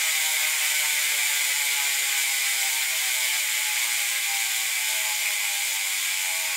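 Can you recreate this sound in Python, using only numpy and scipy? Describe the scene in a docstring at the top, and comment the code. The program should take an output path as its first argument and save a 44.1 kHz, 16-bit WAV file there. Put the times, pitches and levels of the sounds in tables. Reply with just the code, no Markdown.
"""A bright metallic buzz, slowly falling in pitch: a bicycle wheel freewheels, held by its axle.
The hub's pawls snap over a ring of 68 teeth, so fast that the clicks fuse into a tone, and
friction steadily lowers their rate. Every snap excites resonances of hub shell, spokes and rim,
which swell as the wheel turns. A small workshop adds short reverberation, faint air and hum."""
import sys
import numpy as np
from scipy import signal
from scipy.fft import rfft, irfft, next_fast_len
from scipy.io import wavfile
from scipy.ndimage import uniform_filter1d

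SR = 44100
rng = np.random.default_rng(int(sys.argv[2]) if len(sys.argv) > 2 else 0)


def put_to_file(sound):
    """Save the sound as 16-bit audio at rate SR, in the file named by the first command-line argument."""
    columns = np.atleast_2d(sound).T  # one column per channel
    safe = np.clip(columns, -1, 1)
    whole_steps = np.round(safe * 32767)
    wavfile.write(sys.argv[1], SR, whole_steps.astype(np.int16))


N = 289704
TIME = np.arange(N) / SR
FREQS = np.fft.rfftfreq(N, 1 / SR)
TEETH = 68


def gain_of(db):
    """Amplitude ratio of a level: a factor of ten per 20 dB."""
    return 10 ** (np.asarray(db) / 20)


def unit_rms(x):
    """Normalisation to a mean power of 1."""
    return x / np.sqrt(np.mean(x ** 2) + 1e-20)


def levelled(x, size=6000):
    """Division by the running rms steadies the level and keeps the quick flutter."""
    power = uniform_filter1d(uniform_filter1d(x ** 2, size), size // 2)
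    return x / np.sqrt(power + 1e-20)


def curve_at(points, hz):
    """Interpolation of a table on a logarithmic frequency axis."""
    f, value = np.transpose(points)
    return np.interp(np.log(hz + 1), np.log(f + 1), value)


def drift(rate_hz):
    """Low-passed noise: a slow random fluctuation of rms 1."""
    return unit_rms(irfft(rfft(rng.standard_normal(N)) / (1 + (FREQS / rate_hz) ** 4), N))


def lobes(turns, crest, count):
    """Directivity of a rotating source: count maxima per turn, one at the share crest of the turn."""
    return np.cos(2 * np.pi * count * (turns - crest))


def tooth_rate(start_hz=159.4, slowing_hz_per_s=10.5):
    """Constant friction torque: the number of teeth passing per second falls linearly."""
    return start_hz - slowing_hz_per_s * TIME


def background(air_db=-63.5):
    """Superposition of a line spectrum, the electrical hum, and a continuous one, the room air."""
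    # mains harmonics: f/Hz, rms level/dB
    harmonics = [(60, -79), (120, -85), (360, -73)]
    # spectral density of the still air: f/Hz, relative level/dB
    air_spectrum = [(20, -7.5), (30, -4.5), (45, -19), (80, -3.5), (130, -12), (220, -3.5), (300, -9),
                    (600, -3.5), (4000, -25.5)]
    hum = sum(np.sqrt(2) * gain_of(db) * np.sin(2 * np.pi * (hz * TIME + rng.random()))
              for hz, db in harmonics)
    air = irfft(rfft(rng.standard_normal(N)) * gain_of(curve_at(air_spectrum, FREQS)), N)
    return hum + gain_of(air_db) * unit_rms(air)


def room_tail(gap_s=0.003, size=16384):
    """Impulse response of a diffuse field: noise decaying exponentially, each band at its own rate."""
    # reverberation time of the workshop: f/Hz, T60/s
    decay_times = [(300, 0.74), (2000, 0.55), (7000, 0.38), (15000, 1)]
    # reverberation relative to the direct sound: f/Hz, level/dB
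    wet_levels = [(400, -3), (900, 4), (2200, 3), (4500, 3), (8000, 6.5), (15000, 7.5)]
    hz, t, noise = signal.stft(rng.standard_normal(size), SR, nperseg=256)
    fade = gain_of(-60 * t / curve_at(decay_times, hz)[:, None])
    energy = size * np.mean(fade ** 2, axis=1, keepdims=True)
    fade *= gain_of(curve_at(wet_levels, hz))[:, None] / np.sqrt(energy)
    tail = signal.istft(noise * fade, SR, nperseg=256)[1]
    return np.concatenate([np.zeros(round(gap_s * SR)), tail])


def workshop(direct, turns, orders=3):
    """Rotating directivity: the wheel's lobes sweep the walls, so the reflections vary through a turn."""
    wet = np.zeros(N)
    for order in range(1, orders + 1):
        for facing in (np.cos, np.sin):
            tail = room_tail()
            beam = direct * facing(2 * np.pi * order * turns)
            beam = np.pad(beam, (len(tail) - 1, 0), "wrap")  # the room is already ringing
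            wet += signal.oaconvolve(beam, tail, "valid")
    return direct + wet / np.sqrt(orders)


def thin_rings(drive, turns, crest=0.76):
    """Resonance: lightly damped modes sing as harmonics slide through them, and throb as they turn."""
    # narrow modes of hub, rim and spokes: f/Hz, width/Hz, rms level/dB, swells per turn, depth (0-1)
    modes = [(647.4, 9.7, -57.5, 2, 0.2), (796, 7.9, -52, 1, .4), (848.3, 13, -51, 1, .4),
             (1644, 20, -58, 3, .3), (2274, 18, -45, 1, 0.45), (4130, 39, -52.5, 2, 0.3),
             (5028, 58, -47.5, 4, 0.5), (12100, 150, -55, 2, .5), (13830, 140, -54, 3, .5)]
    out = np.zeros(N)
    for hz, width, db, swells, depth in modes:
        ring = signal.lfilter(*signal.iirpeak(hz, hz / width, SR), drive)
        throb = 1 + depth * lobes(turns, crest, swells)
        out += gain_of(db) * unit_rms(ring * throb)
    return out


def radiate(body, turns, waver_hz=6.5):
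    """Amplitude modulation: each part radiates one band, whose level follows speed and wheel angle."""
    # rows for spokes, rim, hub shell, pawls: level at mid speed/dB, rise per doubling of speed/dB,
    # swell/dB, its crest/turn, ripple/dB, its crest/turn, random waver/dB
    parts = [(-55, 5.5, 0, 0.4, 1, 0.13, 1.7), (-46.5, 0.5, 2, 0.78, 0.5, 0.22, 1.5),
             (-30, 4, 0, 1, 0.14, 0.22, 0.66), (-26.5, 3.5, .2, 0.86, 0.16, 0.098, 0.36)]
    # brief swells of the hub shell's ring: t/s, half length/s, level/dB
    shell_swells = [(0.449, 0.058, 1.5), (.83, .04, 1), (3.13, 0.023, 0.5), (3.874, 0.018, 0.5),
                    (5.268, 0.018, 3)]
    lowpasses = [1 / (1 + (FREQS / edge_hz) ** 40) for edge_hz in (730, 950, 2800)]
    bands = np.diff(lowpasses, axis=0, prepend=0, append=1)
    spectrum = rfft(body)
    doublings = np.log2(tooth_rate() / tooth_rate().mean())
    shell_db = sum(db * np.exp(-((TIME - at) / half_s) ** 2) for at, half_s, db in shell_swells)
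    out = np.zeros(N)
    for band, part, brief_db in zip(bands, parts, (0, 0, shell_db, 0)):
        level_db, speed_db, swell_db, swell_crest, ripple_db, ripple_crest, waver_db = part
        turning_db = swell_db * lobes(turns, swell_crest, count=1)
        turning_db += ripple_db * lobes(turns, ripple_crest, count=4)
        db = level_db + speed_db * doublings + turning_db + waver_db * drift(waver_hz) + brief_db
        out += levelled(irfft(spectrum * band, N)) * gain_of(db)
    return out


def speed_colour(x, centre_hz, width_hz, power):
    """Power law of excitation: faster snaps drive one band harder, so it thins as the wheel slows."""
    band = 1 / (1 + (2 * (FREQS - centre_hz) / width_hz) ** 8)
    gain = (tooth_rate() / tooth_rate().mean()) ** power
    return x + irfft(rfft(x) * band, N) * (gain - 1)


def wheel_body(snaps, size=4096):
    """Free vibration: the metal rings after each snap, as a minimum-phase filter of its resonances."""
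    # spectral envelope of one snap: f/Hz, relative level/dB
    envelope = [(60, -58.5), (320, -43.5), (520, -33.5), (750, -30.5), (1000, -21), (1400, -10),
                (1800, -4.5), (2150, 4), (2750, -5), (3500, -5), (5600, -10.5), (8000, -7), (10600, -18),
                (15600, -18)]
    # resonances of rim, spokes and hub: f/Hz, width/Hz, level above the envelope/dB
    modes = [(365, 110, 8.5), (426.5, 46, 2.5), (604, 124, 11.5), (832, 200, 21), (1087, 188, 9),
             (1496, 55, 3.5), (1593, 160, 4.5), (2053, 144, 5), (2382, 335, 7), (3013, 130, 5.5),
             (3370, 180, 3.5), (3645, 63, 4.5), (4140, 38, -4), (4870, 180, 2), (7064, 310, 6.5),
             (9150, 180, 4), (10046, 330, 3), (11730, 1830, 5), (13900, 203, 0)]
    hz = abs(np.fft.fftfreq(size, 1 / SR))
    peaks_db = sum(db / (1 + (2 * (hz - f) / width) ** 2) for f, width, db in modes)
    log_gain = np.log(gain_of(curve_at(envelope, hz) + peaks_db))
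    response = np.exp(np.conj(signal.hilbert(log_gain)))  # the Hilbert transform supplies the phase
    ring = np.fft.ifft(response).real
    return signal.oaconvolve(snaps, ring[:size // 2])[:N]


def pawl(teeth, place, knock_db, wear_s=30e-6, jitter_s=28e-6, uneven_db=1.5, chatter_s=0.0027):
    """Impact excitation: a pawl drops off each tooth with a snap, then chatters briefly on the steel."""
    # weight of the chatter against the clean knock: f/Hz, level/dB
    chatter_levels = [(300, -34), (900, -15.5), (1500, -9), (2300, -7), (3500, 1), (7000, 2), (15000, 14)]
    tooth = np.arange(int(teeth[-1]) + 1)
    wear = rng.standard_normal(TEETH)[tooth % TEETH]  # the same faults return with every turn
    jitter, force = rng.standard_normal((N // 200, 2))[tooth].T
    onset_s = np.interp(tooth + place, teeth, TIME) + jitter_s * jitter + wear_s * wear
    onsets = np.clip(np.round(onset_s * SR).astype(int), 0, N - 1)
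    knocks = np.bincount(onsets, gain_of(uneven_db * force), N)
    decays = signal.lfilter([1], [1, -np.exp(-1 / (chatter_s * SR))], knocks)
    chatter = decays * rng.standard_normal(N)
    # the clean knock carries the low harmonics, the chatter takes over in the treble
    size = next_fast_len(N)
    ratio = gain_of(curve_at(chatter_levels, np.fft.rfftfreq(size, 1 / SR)))
    blend = gain_of(knock_db) * rfft(unit_rms(knocks), size) + ratio * rfft(unit_rms(chatter), size)
    return irfft(blend / np.hypot(1, ratio), size)[:N]


def scene():
    """Source and filter: the pawls drive the wheel's resonances in the room, alike in both channels."""
    # snaps within one tooth: place/tooth, relative level of the blow/dB, weight of its clean knock/dB
    pawls = [(0.019, 0.5, 0), (.145, -2, -15.5), (0.354, 2.5, -17.5), (0.728, -5, -6)]
    wobble = 0.012 * drift(rate_hz=7)  # the hand-held axle wavers by a small share of a tooth
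    teeth = np.cumsum(tooth_rate()) / SR + wobble
    turns = teeth / TEETH
    direct = [gain_of(blow_db) * pawl(teeth, place, knock_db) for place, blow_db, knock_db in pawls]
    snaps = sum(workshop(train, turns) for train in direct)
    body = wheel_body(snaps)
    body = speed_colour(body, centre_hz=1760, width_hz=1040, power=1.0)  # lower modes of the hub shell
    body = speed_colour(body, centre_hz=14100, width_hz=2700, power=0.19)  # the edge of the snaps
    buzz = radiate(body, turns) + thin_rings(sum(direct), turns)
    return np.tile(buzz + background(), (2, 1))


def record(dry, edge_hz=15750):
    """Band limiting: a steep linear-phase low-pass removes the highest treble."""
    lowpass = signal.firwin(1023, edge_hz, window=("kaiser", 9), fs=SR)
    return signal.oaconvolve(dry, lowpass[None], "same")


dry = scene()
out = record(dry)
put_to_file(out)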